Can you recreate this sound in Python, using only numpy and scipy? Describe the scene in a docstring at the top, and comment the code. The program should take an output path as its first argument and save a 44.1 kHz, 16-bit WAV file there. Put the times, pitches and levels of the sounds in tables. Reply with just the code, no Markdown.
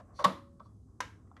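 """Cassette into a deck

A cassette slides into the open holder of a tape deck, drops home with a clunk and settles with small taps.
Its empty plastic case is laid on the table, then a finger presses a button. Small room, low hum of the house.
Impacts ring damped modes and add noisy cracks; rubbing is dense random slips through resonances.
Room and hum are noise shaped in bands.
"""
import sys
import numpy as np
from scipy import signal
from scipy.io import wavfile

SR = 44100
rng = np.random.default_rng(int(sys.argv[2]) if len(sys.argv) > 2 else 0)


def put_to_file(sound):
    """Save the sound as 16-bit audio at rate SR, in the file named by the first command-line argument."""
    columns = np.atleast_2d(sound).T  # one column per channel
    safe = np.clip(columns, -1, 1)
    whole_steps = np.round(safe * 32767)
    wavfile.write(sys.argv[1], SR, whole_steps.astype(np.int16))


def invert_db(level):
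    """Linear amplitude ratio for a level in decibels (20 dB per decade), elementwise."""
    return 10 ** (np.asarray(level, dtype=float) / 20)


N = 61739


def rms_one(x):
    """Scale to unit rms."""
    return x / np.sqrt(np.mean(x ** 2) + 1e-20)


def band(x, low_hz, high_hz):
    """Butterworth band-pass."""
    sos = signal.butter(2, [low_hz, high_hz], "band", fs=SR, output="sos")
    return signal.sosfilt(sos, x)


def resonance(x, hz, width_hz):
    """Two-pole resonance, gain about 1 on top."""
    r = np.exp(-np.pi * width_hz / SR)
    poles = [1, -2 * r * np.cos(2 * np.pi * hz / SR), r * r]
    return signal.lfilter(np.array([1, 0, -1]) * (1 - r * r) / 2, poles, x)


def ring(clicks, hz, t60_s):
    """Damped mode: a unit click starts a decaying sine of height 1."""
    r, w = invert_db(-60 / (t60_s * SR)), 2 * np.pi * hz / SR
    return signal.lfilter([0, np.sin(w)], [1, -2 * r * np.cos(w), r * r], clicks + 1e-18)


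def smooth(x, time_s):
    """One-pole low-pass with unit gain at DC."""
    keep = np.exp(-1 / (time_s * SR))
    return signal.lfilter([1 - keep], [1, -keep], x)


def drift(rate_hz):
    """Slow random wander, unit rms: noise through a double pole."""
    r = np.exp(-2 * np.pi * rate_hz / SR)
    return rms_one(signal.lfilter([1], [1, -2 * r, r * r], rng.standard_normal(N + SR))[SR:])


def convolve(x, h):
    """Fast convolution cut to length."""
    return signal.fftconvolve(x, h)[:N]


def at_band(low_hz, high_hz, table_hz, values):
    """Read a table at the band centre, on a log frequency axis."""
    return np.interp(np.log(low_hz * high_hz) / 2, np.log(table_hz), values)


def mode_ringing(at, level_db, treble_db, modes):
    """Each hit excites each mode with its own random strength, softened by contact time."""
    treble_from_hz, scatter_db = 1700, 2.0
    chance = rng.standard_normal((len(at), len(modes)))
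    out = np.zeros(N)
    for k, (hz, mode_db, t60_s) in enumerate(modes):
        hit_db = level_db + mode_db + treble_db * (hz > treble_from_hz)
        clicks = np.zeros(N)
        clicks[at] = invert_db(hit_db + scatter_db * chance[:, k]) * (-1) ** k
        out += ring(clicks, hz, t60_s)
    contact = np.hanning(8)  # samples
    return band(convolve(out, contact / contact.sum()), 200, SR / 4)


def crack_noise(at, level_db, treble_db, crack):
    """Each hit starts a short decaying noise, coloured in third octaves."""
    t60_s, rise_s = .016, .0008
    clicks = np.zeros(N)
    clicks[at] = invert_db(level_db + treble_db)
    decay = signal.lfilter([1], [1, -invert_db(-60 / (t60_s * SR))], clicks + 1e-18)
    burst = smooth(decay, rise_s) * rng.standard_normal((2, N))
    table_hz, crack_db = np.transpose(crack)
    edges_hz = 1200 * 2 ** (np.arange(13) / 3)
    out = np.zeros(N)
    for k, (low, high) in enumerate(zip(edges_hz, edges_hz[1:])):
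        even_power = np.sqrt(SR / 2 / (high - low))
        out += invert_db(at_band(low, high, table_hz, crack_db)) * even_power * band(burst[k % 2], low, high)
    return out


def struck(hits, modes, crack):
    """Struck body: modal ringing plus a noisy crack at every hit."""
    start_s, level_db, treble_db = np.transpose(hits)
    at = (start_s * SR).astype(int)
    return mode_ringing(at, level_db, treble_db, modes) + crack_noise(at, level_db, treble_db, crack)


def rubbing(curve, bands):
    """Friction-like noise: dense tiny slips through broad resonances, under a level curve."""
    slips_per_s, mean_extra_db = 16000, 1.5
    happens = rng.random(N) < slips_per_s / SR
    slips = happens * invert_db(mean_extra_db * rng.exponential(1, N)) * rng.choice([-1, 1], N)
    shell = 0
    for hz, width_hz, level_db in bands:
        twice = resonance(resonance(slips, hz, width_hz), hz, width_hz)
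        shell = shell + invert_db(level_db) * rms_one(twice)
    time_s, curve_db = np.transpose(curve)
    return invert_db(np.interp(np.arange(N) / SR, time_s, curve_db, left=-140)) * rms_one(shell)


# cassette touches the holder: start_s, level_db, treble_db
CASSETTE_HITS = [(.001, -60, 7.5), (.007, -65.5, 7.5), (.1908, -33, -7.5), (.1944, -35.5, -1.5),
                 (.2025, -39, 2), (.211, -41, -2.5), (.221, -46, -3.5), (.2255, -47, 2.5),
                 (.2418, -17, 4.5), (.2454, -19.5, 5), (.249, -23.5, 0), (.2517, -18, -1.5),
                 (.2575, -36.5, 2), (.279, -40.5, -5), (.5965, -57, 1), (.6011, -43.5, -17),
                 (.6565, -57.5, -15)]
# cassette and holder modes: pitch_hz, level_db, t60_s
HOLDER_MODES = [(511, -13.5, .03), (583, -12, 0.073), (648, -19.5, 0.11), (750, -13.5, 0.057),
                (909, -11.5, 0.045), (949, -1.5, 0.05), (1083, 7.5, 0.018), (1156, -3.5, 0.077),
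                (1292, -13.5, 0.1), (1548, -18, 0.06), (1860, -20.5, 0.03), (2250, -27, 0.018),
                (3520, -18.5, .03), (3840, -26.5, .08), (4646, -19, .03)]
# holder crack colour: centre_hz, band_level_db
HOLDER_CRACK = [(1400, -16), (1800, -18), (2600, -22.5), (3400, -18.5), (4500, -20), (6000, -20.5),
                (8000, -34), (10000, -19), (12000, -51.5), (15000, -56.5)]


def cassette():
    """Cassette against holder: struck plastic modes and cracks."""
    return struck(CASSETTE_HITS, HOLDER_MODES, HOLDER_CRACK)


# deck chassis modes: pitch_hz, level_db, t60_s
CHASSIS_MODES = [(153, -42.5, 0.31), (189.6, -26.5, 0.21), (239, -50, 0.99), (357, -55, 1)]


def chassis():
    """The landing gives the low deck modes one soft push; the sheet-metal cover rings on faintly."""
    landing_s = .257
    click, push = np.zeros(N), np.hanning(85)  # push in samples
    click[int(landing_s * SR)] = 1
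    soft = convolve(click, push / push.sum())
    low = band(sum(invert_db(db) * ring(soft, hz, t60_s) for hz, db, t60_s in CHASSIS_MODES), 100, 800)
    cover = invert_db(-50) * ring(click, 558, 1.0)
    damped_s, fade_s = .6, .03  # a late tap of the cassette stills the cover
    return low + cover * np.exp(-np.maximum(np.arange(N) / SR - damped_s, 0) / fade_s)


# cassette rubs down the guides: time_s, level_db
SLIDE = [(.135, -87), (.158, -67.5), (0.187, -62.5), (.198, -58), (0.227, -64), (.24, -97.5), (.245, -100),
         (0.601, -100), (.64, -87.5), (.665, -78), (0.712, -123)]
# slide resonances: pitch_hz, pole_width_hz, level_db
SLIDE_BANDS = [(2130, 810, -8.5), (3670, 300, -8.5), (4500, 890, 5), (5460, 1100, 1.5), (9300, 1500, -9)]


def slide():
    """Cassette on its guides: friction slips, faded out after the last point."""
    end = (SLIDE[-1][0] + 0.045, -140)
    return rubbing(SLIDE + [end], SLIDE_BANDS)


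# case meets the table: start_s, level_db, treble_db
CASE_HITS = [(1.0042, -27, 5), (1.0062, -45, -9), (1.0082, -33.5, 5.5), (1.012, -68, -3),
             (1.021, -45.5, -16)]
# case modes: pitch_hz, level_db, t60_s
CASE_MODES = [(414, -22.5, 0.018), (610, -21, 0.022), (726, -17.5, 0.0075), (1012, 0, 0.027),
              (1213, -16.5, 0.11), (1320, -24.5, 0.27), (1605, -19, 0.28), (2104, -13.5, 0.056),
              (2750, -30.5, 0.17), (2972, -28.5, 0.18), (3723, -31, 0.16), (4283, -33.5, 0.16),
              (5200, -53, 0.019), (5870, -11, 0.027)]
# case crack colour: centre_hz, band_level_db
CASE_CRACK = [(1400, -13), (2000, -16), (2800, -20), (4000, -20), (5800, -14.5), (8000, -25), (11000, -30),
              (12500, -56), (15000, -60)]


def case():
    """Empty case laid on the table: struck plastic modes and cracks."""
    return struck(CASE_HITS, CASE_MODES, CASE_CRACK)


# button travel and switch click: start_s, level_db, treble_db
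BUTTON_HITS = [(1.274, -73, -9), (1.3145, -56, -39), (1.3657, -61.5, 5), (1.373, -62, -1)]
# button modes: pitch_hz, level_db, t60_s
BUTTON_MODES = [(356, -32.5, 0.016), (750, -2, 0.049), (1072, 6.5, 0.016), (1344, 3, 0.028),
                (1940, -1.5, 0.067), (3300, -11, .04)]
# button crack colour: centre_hz, band_level_db
BUTTON_CRACK = [(1400, 4), (2000, -1.5), (3200, -11), (5700, -8.5), (8500, -23), (14000, -39)]


def button():
    """Button travel and switch click: struck modes and cracks."""
    return struck(BUTTON_HITS, BUTTON_MODES, BUTTON_CRACK)


# small springs: start_s, level_db, pitch_hz, t60_s
PINGS = [(0.598, -76.5, 3440, .1), (.66, -87, 3400, 0.33), (1.3156, -81.5, 3570, 0.029)]


def pings():
    """Small springs: each ping is one thin tone dying away."""
    return sum(invert_db(db) * ring(np.arange(N) == int(s * SR), hz, t60_s) for s, db, hz, t60_s in PINGS)


# dull mid-band noise, before the band-pass: time_s, level_db
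DULL_NOISE = [(0, -48.5), (.04, -76.5), (.1, -63.5), (.18, -67.5), (.2, -41.5), (.235, -49), (.25, -87),
              (.55, -80), (.58, -76.5), (.64, -84), (.66, -80), (.72, -74), (.8, -99), (.86, -93),
              (.88, -76), (.92, -81), (1.26, -74), (1.33, -78.5), (1.4, -66)]
# dull noise resonances: pitch_hz, pole_width_hz, level_db
DULL_NOISE_BANDS = [(599, 540, 4.5), (994, 390, -1.5), (1080, 190, -1), (1460, 420, -14.5)]


def dull_noise():
    """Dull mid-band noise, swelling around the landing; faint handling noise elsewhere. Band-passed slips."""
    return band(rubbing(DULL_NOISE, DULL_NOISE_BANDS), 220, 1500)


# room tail: centre_hz, level_db, t60_s
ROOM = [(328, -28.5, 0.5), (540, -30.5, 0.17), (1080, -47, 0.38), (2270, -33.5, 0.29), (3700, -39, 0.33),
        (7500, -40, 0.32), (11200, -39.5, 0.38)]


def room(x):
    """Diffuse reflections: per sixth octave, noise carries the arrived energy and dies at its own pace."""
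    build_s = 0.0016
    table_hz, table_db, table_t60_s = np.transpose(ROOM)
    edges_hz = 230 * 2 ** (np.arange(37) / 6)
    white, out = rng.standard_normal((2, N)), 0
    for k, (low, high) in enumerate(zip(edges_hz, edges_hz[1:])):
        level_db = at_band(low, high, table_hz, table_db)
        t60_s = at_band(low, high, table_hz, table_t60_s)
        fall = invert_db(-120 / (t60_s * SR))  # of energy, hence 120
        energy = signal.lfilter([1], [1, -fall], band(x, low, high) ** 2 + 1e-18)
        carrier = rms_one(band(white[k % 2], low, high))
        out = out + invert_db(level_db) * np.sqrt(smooth(energy, build_s)) * carrier
    return out


# background spectrum, relative: centre_hz, level_db_per_hz
HUM = [(15, -44), (25, -23), (60, -3.5), (90, -2), (130, -11), (200, -8.5), (330, -15.5), (600, -34.5),
       (900, -36.5), (1300, -43.5), (1700, -60.5), (2500, -60), (3500, -57.5), (6500, -47.5), (9500, -50.5),
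       (12500, -62), (15500, -78.5)]


def hum():
    """House hum: third-octave noise bands that flicker a little, plus a low wavering narrow-band tone."""
    noise_db, flicker_db, flicker_hz = -58, 1, 2.1
    tone_hz, half_width_hz, tone_db = 97, 14, -63
    table_hz, table_db = np.transpose(HUM)
    edges_hz = 22 * 2 ** (np.arange(30) / 3)
    white, noise = rng.standard_normal((2, N + SR)), 0  # first second lets the filters settle
    for k, (low, high) in enumerate(zip(edges_hz, edges_hz[1:])):
        level_db = at_band(low, high, table_hz, table_db) + flicker_db * drift(flicker_hz)
        noise = noise + invert_db(level_db) * band(band(white[k % 2], low, high), low, high)[SR:]
    narrow = band(white[0], tone_hz - half_width_hz, tone_hz + half_width_hz)
    tone = band(narrow, tone_hz / 2, tone_hz * 2)[SR:]
    return invert_db(noise_db) * rms_one(noise) + invert_db(tone_db) * rms_one(tone)


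def scene():
    """Near sources with their room tail, plus chassis and hum without one."""
    near = cassette() + slide() + case() + button() + pings() + dull_noise()
    return (near + room(near) + chassis() + hum())[None]


def roll_off(x):
    """The treble ends steeply here."""
    return signal.sosfilt(signal.butter(12, 15780, fs=SR, output="sos"), x)


def record(dry):
    """Steep low-pass cuts the top of the mix."""
    low_pass = signal.cheby2(12, 60, 15780, fs=SR, output="sos")  # order, stop-band dB, stop-band Hz
    mix = signal.sosfilt(low_pass, dry)
    return roll_off(mix)


dry = scene()
out = record(dry)
put_to_file(out)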